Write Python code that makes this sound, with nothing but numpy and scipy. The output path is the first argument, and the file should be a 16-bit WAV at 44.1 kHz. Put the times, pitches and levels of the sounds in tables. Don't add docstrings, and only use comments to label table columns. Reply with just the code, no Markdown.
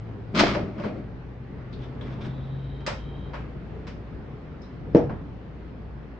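import sys
import numpy as np
from scipy import signal
from scipy.io import wavfile
from scipy.ndimage import uniform_filter1d

SR = 44100
rng = np.random.default_rng(int(sys.argv[2]) if len(sys.argv) > 2 else 0)


def boost(x):
    u = np.asarray(x, float) / 20
    return 10 ** u


def generate_wav(signal):
    frames = np.transpose(np.atleast_2d(signal))
    scaled = np.clip(frames, -1, 1) * 32767
    pcm = np.round(scaled).astype(np.int16)
    wavfile.write(sys.argv[1], SR, pcm)


N = 272977


def evened(x):
    return x / np.sqrt(np.mean(x ** 2) + 1e-20)


def read(points, hz):
    f, value = np.transpose(points)
    return np.interp(np.log(hz + 1), np.log(f + 1), value)


def curve(rows, edge=0.036):
    s, *columns = np.transpose(rows)
    t = np.arange(N) / SR
    gate = np.clip(np.minimum(t - s[0], s[-1] - t) / edge, 0, 1)
    return gate, [np.interp(t, s, c) for c in columns]


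def colour(x, points, tilt_db=0.):
    hz = abs(np.fft.fftfreq(2048, 1 / SR))
    tilt = tilt_db * np.log2(np.clip(hz, 500, 9000) / 2000)
    log_gain = np.log(boost(np.maximum(read(points, hz), -100) + tilt))
    taps = np.fft.ifft(np.exp(np.conj(signal.hilbert(log_gain)))).real[:1024]
    return signal.oaconvolve(x, taps)[:len(x)]


def ring(x, hz, width):
    turn = np.exp(2j * np.pi * np.cumsum(hz * np.ones(len(x))) / SR)
    r = np.exp(-np.pi * width / SR)
    smooth = signal.lfilter([(1 - r) ** 2], [1, -2 * r, r ** 2], x * turn.conj())
    return 2 * (turn * smooth).real


def grains(per_s, spread_db):
    sign, chance, size = rng.standard_normal(N), rng.random(N), rng.exponential(1, N)
    return sign * (chance < per_s / SR) * boost(spread_db * np.minimum(size, 4))


def surge(peak_s, run_up, release_db_per_s):
    t = np.arange(N) / SR - peak_s
    return boost(np.maximum(np.minimum(30 * t / run_up, -release_db_per_s * t), -120))


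def pan(x, db):
    return np.array([x * boost(db / 2), x * boost(-db / 2)])


def wide(a, b, share):
    return np.array([a + share * b, a - share * b]) / np.sqrt(1 + share ** 2)


def add(mix, s, sound):
    part = mix[:, round(s * SR):][:, :sound.shape[1]]
    part += sound[:, :part.shape[1]]


# pitch_hz, level_db [dB per Hz]
AIR_COLOUR = [(20, -34.5), (34, -29.5), (48, -8), (125, -5.5), (300, -16), (1940, -33.5), (4910, -52),
              (8500, -76)]
# time_s, level_db
VENT_LEVEL = [(0, -40), (1.0, -40.5), (1.4, -41.5), (2.1, -37), (2.7, -40), (3.5, -39), (4.901, -40.5),
              (6.19, -41.5)]
# pitch_hz, likeness [-1 to 1]
LIKENESS = [(60, 0.62), (140, 1), (320, 0.7), (740, 0.48), (1710, 0.2), (3960, 0.13), (9160, 0.1)]
# pitch_hz, left_minus_right_db
AIR_LEAN = [(60, 2.8), (200, 0.5), (500, 1.5), (1500, -2), (4000, 3.5), (9000, 13)]
# pitch_hz, width_hz, lift_db
DUCT_RINGS = [(246, 18, 6), (428, 81, 4)]
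# time_s, lift_db
FLOOR_RUMBLES = [
    (.5, 9),
    (5.05, 10),
]


def air():
    frames, hz = N // 256 + 5, np.fft.rfftfreq(1024, 1 / SR)
    a, b, c, d, patches = rng.standard_normal((frames, 513, 5)).T
    patches = evened(uniform_filter1d(uniform_filter1d(patches, 10, 0), 14, 1))
    s, level_db = np.transpose(VENT_LEVEL)
    t = np.arange(frames) * 256 / SR
    rumble_s = 0.16
    rumble_db = sum(db * np.exp(-((t - at) / rumble_s) ** 2) for at, db in FLOOR_RUMBLES)
    duct_db = sum(db * np.exp(-((hz - f) / w) ** 2) for f, w, db in DUCT_RINGS)
    bass_share = 1 / (1 + (hz / 250) ** 2)
    swell_db = np.interp(t, s, level_db) + np.outer(bass_share, rumble_db) + duct_db[:, None]
    same = np.clip(read(LIKENESS, hz), -1, 1)[:, None]
    left = a + 1j * b
    z = np.array([left, same * left + np.sqrt(1 - same ** 2) * (c + 1j * d)])
    z *= boost(read(AIR_COLOUR, hz)[:, None] + 1.2 * patches + swell_db)
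    z *= pan(0.71, read(AIR_LEAN, hz))[:, :, None]
    return boost(59.5) * signal.istft(z, nperseg=1024, noverlap=768)[1][:, :N] / 512


def fuzzy_tone(rows, start_hz, climb, width, steady):
    gate, (db,) = curve(rows, edge=0.043)
    hz = start_hz + climb * np.arange(N) / SR
    fuzz = evened(ring(rng.standard_normal(N), hz, width))
    tone = np.sqrt(2) * np.sin(2 * np.pi * np.cumsum(hz) / SR)
    return gate * boost(db) * (steady * tone + (1 - steady) * fuzz)


# time_s, level_db
HUM_LOUDNESS = [(-.1, -46), (2, -43), (3.0, -37.5), (3.6, -39), (4.2, -45), (5.2, -43), (6.3, -40)]
# time_s, level_db
DRONE_LOUDNESS = [(-.1, -38.5), (.8, -42), (1.3, -44), (2.0, -38.5), (2.5, -33), (2.85, -39.5),
                  (3.0, -44.5), (3.3, -41), (3.45, -48), (4.1, -52), (4.5, -43.5), (4.7, -62)]


def machines():
    hum = fuzzy_tone(HUM_LOUDNESS, start_hz=57.4, climb=.3, width=22, steady=0.74)
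    drone = fuzzy_tone(DRONE_LOUDNESS, start_hz=109.85, climb=9.5, width=8.2, steady=0.82)
    return pan(hum + drone, 1.6)


# pitch_hz, fall_by_60_db_s
BAY_ECHO = [(100, 0.95), (200, 0.047), (400, 0.4), (1000, 0.35), (3000, 0.32), (6000, 0.32), (10000, 0.2)]


def bay(x, start=250):
    echoes = np.zeros((2, SR))
    slots = np.arange(start, SR - 20, 20)
    at = slots + rng.integers(0, 20, (2, len(slots)))
    np.put_along_axis(echoes, at, rng.choice([-1., 1.], at.shape), 1)
    hz, t, z = signal.stft(echoes, SR, nperseg=256)
    same = np.clip(read(LIKENESS, hz), 0, 1)[:, None]
    z[1] = same * z[0] + np.sqrt(1 - same ** 2) * z[1]
    tail = signal.istft(z * boost(-60 * t / read(BAY_ECHO, hz)[:, None]), SR, nperseg=256)[1]
    return signal.fftconvolve(x.mean(0)[None], tail / np.linalg.norm(tail[0]), axes=1)[:, :N]


# pitch_hz, width_hz
HOUSING_RINGS = [(3170, 170), (3520, 380), (3790, 220)]
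# loudest_s, level_db, fade_db_per_s [either side]
HOUSING_SHIFT = [(3.12, -60.5, 13), (2.35, -63, 22), (2.75, -63, 8)]


def whine():
    start_s, end_s = 2.2, 3.34
    gate, (t,) = curve([(start_s, start_s), (end_s, end_s)], edge=0.034)
    chatter = grains(3800, 1.7)
    out = np.zeros(N)
    for (s, db, fade), (hz, width) in zip(HOUSING_SHIFT, HOUSING_RINGS):
        out += boost(db - fade * abs(t - s)) * evened(ring(chatter, hz, width))
    return gate * out


# start_s, peak_db, pitch_hz, width_hz, rattle_s
LIGHT_TAPS = [(1.728, -43, 4200, 900, .014), (1.735, -47.5, 3620, 500, 0.0097),
              (1.82, -48, 3400, 700, .015), (2.0115, -37.5, 3470, 550, 0.0067),
              (2.065, -45, 2150, 400, .02), (2.212, -48, 3700, 700, 0.011), (2.21, -46, 2400, 400, .015),
              (4.616, -48.5, 5270, 740, 0.017), (4.63, -55, 3900, 600, .03),
              (3.345, -41, 2600, 1500, 0.049), (3.335, -38, 1350, 900, .08), (.97, -33, 400, 180, .05),
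              (5.098, -36, 1200, 700, .02), (4.951, -18, 690, 220, .035), (.84, -26, 440, 200, .05),
              (.553, -22, 620, 200, .025), (2.866, -37, 7500, 2500, .012)]


def taps():
    out, t = np.zeros((2, N)), np.arange(SR // 5) / SR
    for s, db, hz, width, length in LIGHT_TAPS:
        rattles = [ring(x * np.exp(-t / length), hz, width) for x in rng.standard_normal((2, len(t)))]
        gain = boost(db) / abs(rattles[0]).max()
        add(out, s, gain * wide(*rattles, 0.81) * pan(0.66, 5.5)[:, None])
    return out


# pitch_hz, level_db [dB per Hz]
TURF_COLOUR = [(1500, -19.5), (2200, 1), (2800, -5.5), (3600, -0.5), (4400, -16.5), (5200, -12.5),
               (6500, -20), (9500, -54)]
# peak_s, hiss_db, low_scuff_db, run_up_s
TURF_STROKES = [
    (1.734, -44.5, -67, .03),
    (1.846, -43.5, -47.5, 0.13),
    (2.012, -50.5, -44.5, 0.014),
    (2.07, -49, -51.5, 0.067),
    (2.135, -45.5, -50, 0.17),
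    (2.214, -39, -51.5, .015),
    (2.262, -44, -39.5, .1),
]


def drags():
    landing_s, glide_hz_per_s = 4.968, 20000
    fibres = [grains(12000, 3.7) for side in range(2)]
    sole_hz = 5450 + glide_hz_per_s * np.clip(np.arange(N) / SR - landing_s, -.015, .015)
    hiss = wide(*(evened(colour(x, TURF_COLOUR)) for x in fibres), 0.52)
    scuff = wide(*(evened(ring(x, 1300, 1600)) for x in fibres), 0.52)
    iron = wide(*(evened(ring(x, sole_hz, 690)) for x in fibres), 0.52)
    out = np.zeros((2, N))
    for s, hiss_db, scuff_db, run_up in TURF_STROKES:
        stroke = boost(hiss_db - 13.0) * hiss + boost(scuff_db - 4.5) * scuff
        out += surge(s, run_up, release_db_per_s=497) * stroke
    landing = boost(-52) * (iron + 0.31 * hiss) + boost(-43 - 4.5) * scuff
    return out + surge(landing_s, run_up=.04, release_db_per_s=646) * landing


# time_s, force_db
BALL_POURS = [
    [(.33, -69), (.35, -31.5), (.385, -21.5), (.4, -17), (.445, -35.5), (.472, -27), (.545, -35.5),
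     (.575, -46.5), (.724, -53.5)],
    [(.724, -58.5), (.79, -48), (.858, -40.5), (.93, -55.5), (.976, -53.5), (1.15, -82.5)],
]
# peak_s, boom_db, run_up_s
TRAY_SHAKES = [
    (0.558, -33.5, 0.035),
    (.86, -36.5, 0.092),
    (0.978, -43.5, 0.11),
    (2.1, -37.5, 0.25),
    (2.241, -34, 0.033),
    (2.885, -41, 0.065),
]
# pitch_hz, width_hz, level_db
TRAY_RINGS = [(156.7, 22, -2.5), (213, 42, 6.5), (313, 43, 3.5), (395.5, 77, 6.5), (503, 190, 1.5),
              (583, 130, 0.5), (697, 28, -9.5)]
# pitch_hz, level_db [dB per Hz]
CLICK_BODY = [(500, -38.5), (800, -6), (1200, 5.5), (1700, -5), (2200, 1.5), (3000, -11), (5000, -45)]
# pitch_hz, level_db [dB per Hz]
CLICK_EDGE = [(2000, -26), (3200, 5), (4200, 6), (5500, -2), (7500, -18), (9500, -25)]


def tumble():
    gate, (force_db,) = curve(sum(BALL_POURS, []), edge=0.0065)
    fall = 80 * np.arange(N) / SR
    push_db = np.where(gate > 0, -5.5 + 0.61 * force_db, -120)
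    boom_db = np.maximum.accumulate(push_db + fall) - fall
    knocks = grains(1000, 1.82)
    shakes = sum(boost(db) * surge(s, run_up, 106) for s, db, run_up in TRAY_SHAKES)
    level = boost(boom_db) + shakes
    quiet_db = np.clip(20 * np.log10(level / level.max()), -40, 0)
    boom = np.zeros(N)
    for hz, width, db in TRAY_RINGS:
        dulling_db = .3 * quiet_db * np.log2(hz / 300)
        boom += boost(db - 13 + dulling_db) * evened(ring(knocks, hz, width))
    clicks = [grains(6000, 2.7) for side in range(2)]
    clatter = wide(*(evened(colour(x, CLICK_BODY)) for x in clicks), 0.65)
    crisp = wide(*(evened(colour(x, CLICK_EDGE)) for x in clicks), 0.65)
    top = boost(force_db - 3.0) * clatter + boost(-1 + 1.3 * force_db) * crisp
    return pan(level * boom, 1.5) + gate * top * pan(1.0, 1.5)[:, None]


# start_s, peak_db, brightness_db_per_octave, knock_db, rattle_s
CLACK_HITS = [(0.354, -26, 3.5, -16, 0.0063), (0.393, -10, 2.5, -15, 0.011),
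              (0.4353, -16.5, -0.5, -31, 0.0059), (0.548, -19.5, -2.5, -3, 0.013),
              (0.783, -33, -4.5, 2, 0.014), (0.798, -30, -3.5, -0.5, 0.0087), (0.838, -24, -6, -3, 0.01),
              (1.733, -50, 4, -15, 0.0027), (2.011, -33, -3, 2.5, .002), (2.213, -52, -7, -11, .004),
              (2.807, -41, -3, -6, .006), (2.864, -21, 4.5, -7, 0.012), (2.875, -19.5, -4, -5.5, 0.0076),
              (3.869, -35, 2, -7, 0.026), (4.949, -18.5, -3, -27, 0.001), (4.9565, -26, -10.5, -27, 0.0012),
              (3.334, -29, -4, -13, 0.036), (5.095, -26.5, -8, -13.5, 0.0093)]
# pitch_hz, level_db [dB per Hz]
CLACK_COLOUR = [(700, -1.5), (1100, 3.5), (1700, 0.5), (2500, -3), (4000, -12), (5200, -11.5),
                (7000, -26.5), (9500, -40.5)]


def clacks():
    out, ticks, t = np.zeros((2, N)), np.zeros((2, N)), np.arange(SR // 5) / SR
    for s, db, tilt_db, knock_db, length in CLACK_HITS:
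        decay = np.exp(-t / np.clip(length, .0005, .05))
        sources = np.vstack([t == 0, rng.standard_normal((2, len(t))) * decay])
        tick, *rattles = (evened(colour(x, CLACK_COLOUR, tilt_db))
                          + boost(knock_db) * evened(ring(x, 555, 140))
                          for x in sources)
        gain = boost(db) / abs(rattles[0]).max()
        add(out, s, gain * wide(*rattles, 0.47) * pan(0.87, 0)[:, None])
        add(ticks, s, gain * pan(tick, 0))
    return out, ticks


# centre_s, level_db, pitch_hz
PADDED_BLOWS = [
    (4.9498, 1.8, 390),
    (4.9566, -1.5, 320),
    (4.9566, -13, 180),
    (4.9625, -13, 600),
    (4.9712, -6.5, 340),
    (.4375, -4.5, 560),
    (.411, -10, 700),
    (5.092, -24, 170),
    (5.13, -24, 150),
]


def thuds():
    out, t = np.zeros((2, N)), np.arange(-500, 500) / SR
    flutter_hz = (327, 520, 430)
    flutter = [(4.979 + k * .0063, -15.5 - k * 1.5, flutter_hz[k % 3]) for k in range(16)]
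    for k, (s, db, hz) in enumerate(PADDED_BLOWS + flutter):
        dip = -np.cos(2 * np.pi * hz * t - .55) * np.exp(-(t * hz * 1.85) ** 2)
        side_db = 1.1 if k < len(PADDED_BLOWS) else (-1) ** k * 9
        add(out, s + t[0], pan(boost(db) * dip, side_db))
    return out


def scene():
    steady = machines() + air()
    light = taps()
    rubbing = tumble() + drags() + pan(whine(), 0.0)
    hits, ticks = clacks()
    blows = thuds()
    room = bay(boost(-6.5) * rubbing + boost(0.13) * ticks + boost(-7.5) * blows)
    return rubbing + hits + blows + room + steady + light + boost(-0.5) * bay(light)


# pitch_hz, gain_db
MIC_RESPONSE = [(15, -3), (40, -0.04), (8000, -0.03), (9500, -14), (10500, -34.5), (12000, -51.5)]


def band_limit(x):
    return signal.sosfilt(signal.butter(12, 9760, fs=SR, output="sos"), x)


def record(dry):
    heard = np.array([colour(x, MIC_RESPONSE) for x in dry])
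    return band_limit(heard)


dry = scene()
out = record(dry)
generate_wav(out)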